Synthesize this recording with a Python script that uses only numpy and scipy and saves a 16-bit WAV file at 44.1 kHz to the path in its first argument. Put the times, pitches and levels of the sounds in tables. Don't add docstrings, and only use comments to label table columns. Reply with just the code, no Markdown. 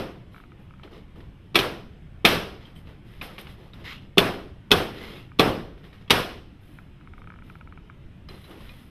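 import sys
import numpy as np
from scipy import signal
from scipy.io import wavfile
from scipy.ndimage import uniform_filter1d

SR = 44100
rng = np.random.default_rng(int(sys.argv[2]) if len(sys.argv) > 2 else 0)


def wav_out(sig):
    wavfile.write(sys.argv[1], SR, np.round(np.clip(np.atleast_2d(sig).T, -1, 1) * 32767).astype(np.int16))


def linear_from_db(decibels):
    return 10 ** (np.asarray(decibels, float) / 20)


N = 392472
LEAD = SR // 2

# frequency in Hz, relative spectrum in dB.
AIR_SPECTRUM = [(12, -49.5), (20, -1.5), (43, -1.5), (145, -4), (167, -7.5), (192, -5.5), (220, -12),
                (342, -15.5), (438, -23), (476, -24), (760, -29), (3100, -33.5), (5530, -53), (13000, -56),
                (14500, -75)]
# start in seconds, length in seconds,
# scrape level in dB, cloth hiss level in dB, low shuffle level in dB.
STROKES = [(0.316, .13, -63, -71, -57), (0.581, 0.092, -78, -79, -58.5), (0.832, 0.036, -56, -83, -44),
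           (0.909, 0.096, -55, -72, -47.5), (1.15, 0.1, -66, -76.5, -51.5), (2.597, 0.077, -56.5, -77, -61),
           (2.75, 0.068, -61.5, -66.5, -60), (2.848, 0.11, -62.5, -78, -54.5),
           (3.047, 0.23, -59, -70.5, -62), (3.222, 0.047, -48, -52, -66), (3.293, 0.1, -55, -67, -53.5),
           (3.38, 0.044, -49, -55, -61), (3.474, 0.073, -54.5, -65, -58), (3.57, 0.14, -60.5, -74, -52),
           (3.782, 0.081, -57.5, -72.5, -51.5), (3.839, 0.12, -39.5, -59.5, -53.5),
           (4.001, 0.073, -61, -82, -61.5), (4.93, 0.29, -44.5, -60, -44.5),
           (5.826, 0.074, -60, -75, -54.5), (6.009, 0.023, -60, -80, -58.5), (6.607, 0.23, -67, -69.5, -77),
           (7.169, 0.049, -70, -79, -58), (7.431, 0.16, -64.5, -72.5, -60), (8.282, 0.12, -55, -65, -49.5),
           (8.368, 0.21, -59.5, -64.5, -70), (8.477, .12, -57, -67, -47), (8.57, 0.243, -56, -64.5, -62),
           (8.736, 0.18, -61.5, -66, -69)]
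# frequency in Hz, relative spectrum in dB.
SCRAPE_SPECTRUM = [(530, -12.5), (900, -10.5), (1260, -3), (1630, -7.5), (1950, -1.5), (2170, -2),
                   (2330, -8), (2610, -3.5), (3320, -2.5), (4100, -7), (4480, -12), (5080, -15.5),
                   (5450, -22.5), (7500, -26.5), (9750, -63), (16500, -120)]
# frequency in Hz, relative spectrum in dB.
CLOTH_SPECTRUM = [(5000, -18.5), (7500, -18), (9500, -9.5), (11500, -5), (14000, -10.5)]
# frequency in Hz, relative spectrum in dB.
SHUFFLE_SPECTRUM = [(150, -29.5), (280, 6.5), (400, 2.5), (700, -7.5), (1200, -10), (2000, -56)]
# time in seconds, peak in dB.
TRIPOD_SLIPS = [(0.346, -36.5), (0.3636, -37), (0.381, -41), (0.402, -39), (0.439, -42), (0.52, -42.5),
                (0.7087, -40.5), (0.739, -41), (0.7977, -40), (0.877, -44), (5.3185, -39), (6.788, -35),
                (7.0116, -40), (7.0748, -38), (7.1368, -36.5), (7.1808, -38), (7.219, -37), (7.243, -42),
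                (7.2743, -35), (7.303, -35), (7.3213, -39), (7.34, -39), (7.361, -42), (7.389, -39.5),
                (7.423, -39), (7.5, -36), (7.555, -36), (7.6115, -37), (7.675, -36.5), (7.725, -36.5),
                (7.776, -37.5), (7.8995, -34.5)]
# mean frequency in Hz, relative level in dB, t60 in seconds.
CAMERA_BODY_MODES = [(720, -11, .006), (1010, -3, 0.0092), (1290, -13.5, 0.048), (1390, 8.5, 0.0062),
                     (1800, -4.5, 0.0058), (2280, -1.5, 0.0091), (2800, -9, .005), (3800, -18, .005)]
# time in seconds, ring peak in dB, ring frequency in Hz,
# rattle re ring in dB, room tail re ring in dB.
SMALL_KNOCKS = [(0.833, -45, 1290, 4.5, -15), (1.158, -51, 1240, -4, -14.5), (1.204, -50.5, 1860, 0, -13),
                (2.654, -42.5, 3200, -15, -13.5), (2.76, -48, 3240, -4, -29), (2.8714, -53.5, 1135, 4, -7),
                (3.2127, -30, 2460, -1, -10.5), (3.3809, -37, 2310, 3.5, -9.5),
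                (3.469, -44, 1500, 4, -11.5), (3.7339, -45, 3800, 2.5, -9), (3.7977, -51.5, 1070, -9, -20),
                (5.777, -55, 1480, 2, -7), (5.8409, -47, 1800, 2.5, -9), (5.9282, -50, 1810, 2, -6.5),
                (6.019, -66, 1075, -3, -7), (6.078, -51, 3300, 5, -21.5), (8.2866, -45, 1150, 4, -6.5),
                (8.441, -49, 3880, -3, -8), (8.516, -45.5, 1250, -4, -10), (8.6045, -50, 1080, -1, -3),
                (8.6916, -53, 2510, 9, -6)]
# time in seconds, peak in dB, frequency in Hz, t60 in seconds.
METAL_CLINKS = [(2.662, -58, 3180, 0.22), (2.761, -53, 3070, 0.19), (2.76, -64, 8200, 0.13),
                (8.288, -44.5, 5000, 0.014), (8.29, -44, 4050, 0.06), (8.345, -54, 4100, .08),
                (8.45, -51, 4000, 0.072), (8.69, -49, 3980, .03), (8.694, -50, 2450, 0.18),
                (3.226, -44, 11400, .02), (3.247, -52, 11000, .02), (3.266, -48, 12000, .02),
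                (3.414, -42, 11600, 0.0091), (8.356, -60, 10000, .04)]
# time in seconds, rattle level in dB,
# thud peak in dB.
PANEL_TOUCHES = [(1.5452, -29.5, -21.5), (2.2455, -30.5, -9.5), (4.173, -28, -10), (4.7072, -26.5, -19),
                 (5.3883, -27, -23), (6.099, -22.5, -21.5)]
# time in seconds, crack level in dB, most driven pitch in Hz,
# wall boom peak in dB, room tail level in dB.
HAMMER_BLOWS = [(-.12, -3, 3000, -4, -20), (1.5552, -5.5, 2640, -13, -18.5),
                (1.5889, -10, 3400, -16, -35.5), (2.2504, -3, 2475, -14.5, -13),
                (4.1808, -2.5, 3450, -4.5, -15.5), (4.7154, -2.5, 3585, -8.5, -14.5),
                (5.3948, -7.5, 4170, -4.5, -13), (6.1053, -1.5, 2500, -14, -15.5)]
# mean frequency in Hz, relative level in dB, t60 in seconds.
WALL_MODES = [(181.5, -2, .15), (215, -3.5, 0.097), (260, -1, 0.075), (337, -0.5, 0.11), (399.2, 8, 0.085),
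              (490, -10, 0.015), (697, -2.5, 0.05), (825, 1, 0.026), (1128, -0.5, 0.065),
              (1292, -11, 0.032)]
# mean frequency in Hz, level in dB before the pitch
# weighting, t60 in seconds.
CRACK_MODES = [(1290, 4.5, 0.064), (1760, -4.5, .015), (2210, -3.5, 0.021), (2574, -1.5, 0.022),
               (3160, -3, 0.005), (3450, -7, 0.017), (3480, 1, 0.016), (4150, -1.5, 0.014),
               (5560, -8.5, 0.0066)]
# frequency in Hz, relative spectrum in dB.
RATTLE_SPECTRUM = [(180, -37.5), (300, -8.5), (904, -5.5), (1210, 1), (1570, -13), (2210, 1), (3590, 3),
                   (7580, -24), (8490, -20), (13400, -17), (14500, -36)]
# delay in seconds, gain in dB.
NEAR_ECHOES = [(.0035, -11.5), (.0062, -8), (0.01, -14.5), (0.0112, -9), (0.02, -15.5), (0.0209, -16.5)]
# frequency in Hz, relative spectrum in dB.
TAIL_SPECTRUM = [(35, -32.5), (60, -11), (157, -2.5), (222, -7.5), (403, 0.5), (596, -7), (733, -3),
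                 (803, -11), (1080, -8), (2210, -14), (3110, -14), (5040, -25.5), (6950, -38), (13200, -29),
                 (14500, -55)]
# frequency in Hz, t60 in seconds.
ROOM_T60 = [(100, 0.65), (260, 0.59), (700, 0.48), (1840, 0.44), (4850, 0.46), (12800, 0.37)]
# frequency in Hz, width in Hz, gain in dB.
MICROPHONE_RESONANCES = [(4600, 400, -3), (5150, 300, 6), (5800, 300, 3), (7200, 1200, -3), (8600, 400, 3),
                         (9400, 500, -2)]


def evened(x):
    return x / np.sqrt(np.mean(x ** 2) + 1e-20)


def read(points, hz):
    f, value = np.transpose(points)
    return np.interp(np.log(hz + 1), np.log(f + 1), value)


def add(mix, start_s, sound):
    part = mix[LEAD + round(start_s * SR):][:len(sound)]
    part += sound[:len(part)]


def tilted(spectrum, bass_db, treble_db, low_hz=110, bass_hz=750, treble_hz=4600):
    rows = []
    for hz, db in spectrum:
        bass = bass_db / (1 + (hz / bass_hz) ** 2) / (1 + (low_hz / hz) ** 2)
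        treble = treble_db / (1 + (treble_hz / hz) ** 4)
        rows.append((hz, db + bass + treble))
    return rows


def noise(spectrum, count, size=512, patchy_db=0., t60_table=None):
    frames, hop = count * 4 // size + 5, size // 4
    hz = np.fft.rfftfreq(size, 1 / SR)
    real, imag, patches = rng.standard_normal((frames, len(hz), 3)).T
    patches = uniform_filter1d(patches, size=6, axis=0)
    patches = evened(uniform_filter1d(patches, size=10, axis=1))
    db = read(spectrum, hz)[:, None] + patchy_db * patches
    if t60_table:
        frame_s = np.arange(frames) * hop / SR
        db = db - 60 * frame_s / read(t60_table, hz)[:, None]
    wave = signal.istft((real + 1j * imag) * linear_from_db(db), nperseg=size, noverlap=size - hop)[1]
    return evened(wave[:count])


def resonate(x, hz, width_hz):
    turn = np.exp(2j * np.pi * np.cumsum(hz) / SR)
    pole = np.exp(-np.pi * width_hz / SR)
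    return 2 * (turn * signal.lfilter([1 - pole], [1, -pole], x / turn)).real


def ring(modes, spread, rise_s):
    t = np.arange(SR // 5) / SR
    hz, db, t60_s = np.transpose(modes)[:, :, None]
    tune, sign = rng.standard_normal((2, len(modes), 1))
    sines = np.sin(2 * np.pi * hz * (1 + spread * tune) * t)
    out = (np.sign(sign) * linear_from_db(db - 60 * t / t60_s) * sines).sum(0)
    out = out * (1 - np.exp(-t / rise_s))
    return out / abs(out).max()


def snap(t60_s, treble_db, rise_s):
    t = np.arange(SR // 5) / SR
    rattle = noise(tilted(RATTLE_SPECTRUM, 0, treble_db), len(t), size=256)
    return rattle * linear_from_db(-60 * t / t60_s) * (1 - np.exp(-t / rise_s))


def reverb(bass_db, treble_db):
    t = np.arange(SR) / SR
    tail = noise(tilted(TAIL_SPECTRUM, bass_db, treble_db), SR, patchy_db=1.13, t60_table=ROOM_T60)
    tail = tail / np.sqrt(np.mean(tail[:SR // 20] ** 2))
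    far_wall = linear_from_db(2.0 * np.exp(-((t - .09) / 0.03) ** 2))
    return tail * (1 - np.exp(-t / 0.0038)) * far_wall


def air_handling():
    return linear_from_db(-45.5) * noise(AIR_SPECTRUM, N, size=2048, patchy_db=2.0)


def shuffling():
    peak_at, edge_db, trail_db_per_s = 0.35, -8, -240
    rasp_start_hz, rasp_climb, rasp_max_db, rasp_half_at_db = 1890, 0.49, 6, -40.5
    out, t = np.zeros(N + LEAD), np.arange(SR // 2) / SR
    for start_s, length_s, scrape_db, cloth_db, shuffle_db in STROKES:
        along = np.minimum(t / length_s, 1)
        off_peak = np.where(along < peak_at, 1 - along / peak_at, (along - peak_at) / (1 - peak_at))
        trail_db = trail_db_per_s * np.maximum(t - length_s, 0)
        stroke = linear_from_db(edge_db * off_peak ** 2.4 + trail_db) * np.minimum(t / 0.0026, 1)
        grains = uniform_filter1d(rng.exponential(1, len(t)) - 1, size=120)
        grit = evened(linear_from_db(1.7 * evened(grains)))
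        scrape = noise(SCRAPE_SPECTRUM, len(t), patchy_db=1.0)
        cloth = noise(CLOTH_SPECTRUM, len(t), patchy_db=1.0)
        shuffle = noise(SHUFFLE_SPECTRUM, len(t), patchy_db=1.0)
        rasp_gain = linear_from_db(rasp_max_db) / (1 + linear_from_db(rasp_half_at_db - scrape_db))
        rasp_hz = rasp_start_hz * (1 + rasp_climb * along ** 2)
        scrape = evened(scrape + rasp_gain * resonate(scrape, rasp_hz, width_hz=300))
        layers = linear_from_db(scrape_db) * scrape + linear_from_db(cloth_db) * cloth + linear_from_db(shuffle_db) * shuffle
        add(out, start_s, layers * grit * stroke)
    return out


def tripod():
    out = np.zeros(N + LEAD)
    for time_s, peak_db in TRIPOD_SLIPS:
        add(out, time_s - .0008, linear_from_db(peak_db) * ring(CAMERA_BODY_MODES, 0.019, 0.0015))
    return out


def handling():
    out = np.zeros(N + LEAD)
    for time_s, peak_db, hz, rattle_db, room_db in SMALL_KNOCKS:
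        body = ring([(hz, 0, 0.032)], 0, .0004)
        rattle = linear_from_db(rattle_db) * snap(0.046, -16.5, 0.00085)
        add(out, time_s, linear_from_db(peak_db) * (body + rattle))
        add(out, time_s, linear_from_db(peak_db + room_db) * reverb(-9.0, -1.8))
    for time_s, peak_db, hz, t60_s in METAL_CLINKS:
        add(out, time_s, linear_from_db(peak_db) * ring([(hz, 0, t60_s)], 0, .0005))
    return out


def near_echoes(crack):
    taps = np.zeros(SR // 20)
    taps[0] = 1
    for delay_s, gain_db in NEAR_ECHOES:
        taps[round(delay_s * SR)] = linear_from_db(gain_db)
    return signal.oaconvolve(crack, taps)[:N + LEAD]


def hammer():
    boom_rise_s = 0.0029
    tail_bass_per_boom_db, usual_boom_re_crack_db = 0.96, -2.5
    crack, boom, wet = np.zeros((3, N + LEAD))
    for time_s, rattle_db, thud_db in PANEL_TOUCHES:
        add(crack, time_s, linear_from_db(rattle_db) * snap(0.11, -5.0, 0.00043))
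        add(boom, time_s, linear_from_db(thud_db) * ring(WALL_MODES, 0.022, boom_rise_s))
    for time_s, crack_db, pitch_hz, boom_db, room_db in HAMMER_BLOWS:
        driven = [(hz, db - 14 * abs(np.log2(hz / pitch_hz)), t60_s) for hz, db, t60_s in CRACK_MODES]
        rattle = linear_from_db(-1.5) * snap(0.037, -0.5, 0.00087)
        add(crack, time_s, linear_from_db(crack_db) * (ring(driven, 0.0066, 0.00011) + rattle))
        add(boom, time_s - .001, linear_from_db(boom_db) * ring(WALL_MODES, 0.013, boom_rise_s))
        tail_bass_db = tail_bass_per_boom_db * (boom_db - crack_db - usual_boom_re_crack_db)
        add(wet, time_s, linear_from_db(room_db) * reverb(tail_bass_db, 0.6))
    return near_echoes(crack) + boom + wet


def scene():
    air = air_handling()
    events = hammer() + handling() + tripod() + shuffling()
    return (air + events[LEAD:])[None]


def microphone(dry):
    band_limit_hz = 14000
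    hz = np.linspace(0, SR / 2, num=1025)
    colour_db = sum(db / (1 + (2 * (hz - f) / width) ** 2) for f, width, db in MICROPHONE_RESONANCES)
    taps = signal.firwin2(511, hz, linear_from_db(colour_db) * (hz < band_limit_hz), window=("kaiser", 7), fs=SR)
    return signal.oaconvolve(dry, taps[None], "same")


def gain_control(heard):
    threshold_db, cut_per_db, lag_s = -23, 0.33, 0.0099
    power = signal.lfilter([1 / 220], [1, 1 / 220 - 1], heard[0] ** 2)
    power_db = 10 * np.log10(power + 1e-12)
    fall_db = np.arange(N) * 60.0 / SR
    held_db = np.maximum.accumulate(power_db + fall_db) - fall_db
    over_db = np.maximum(held_db - threshold_db, 0)
    step = 1 / (lag_s * SR)
    return heard / linear_from_db(cut_per_db * signal.lfilter([step], [1, step - 1], over_db))


def low_pass(x):
    return signal.sosfilt(signal.butter(12, 14800, fs=SR, output="sos"), x)


def record(dry):
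    ducked = gain_control(microphone(dry))
    soft = ducked / (1 + abs(ducked / .97) ** 5) ** (1 / 5)
    return low_pass(soft)


dry = scene()
out = record(dry)
wav_out(out)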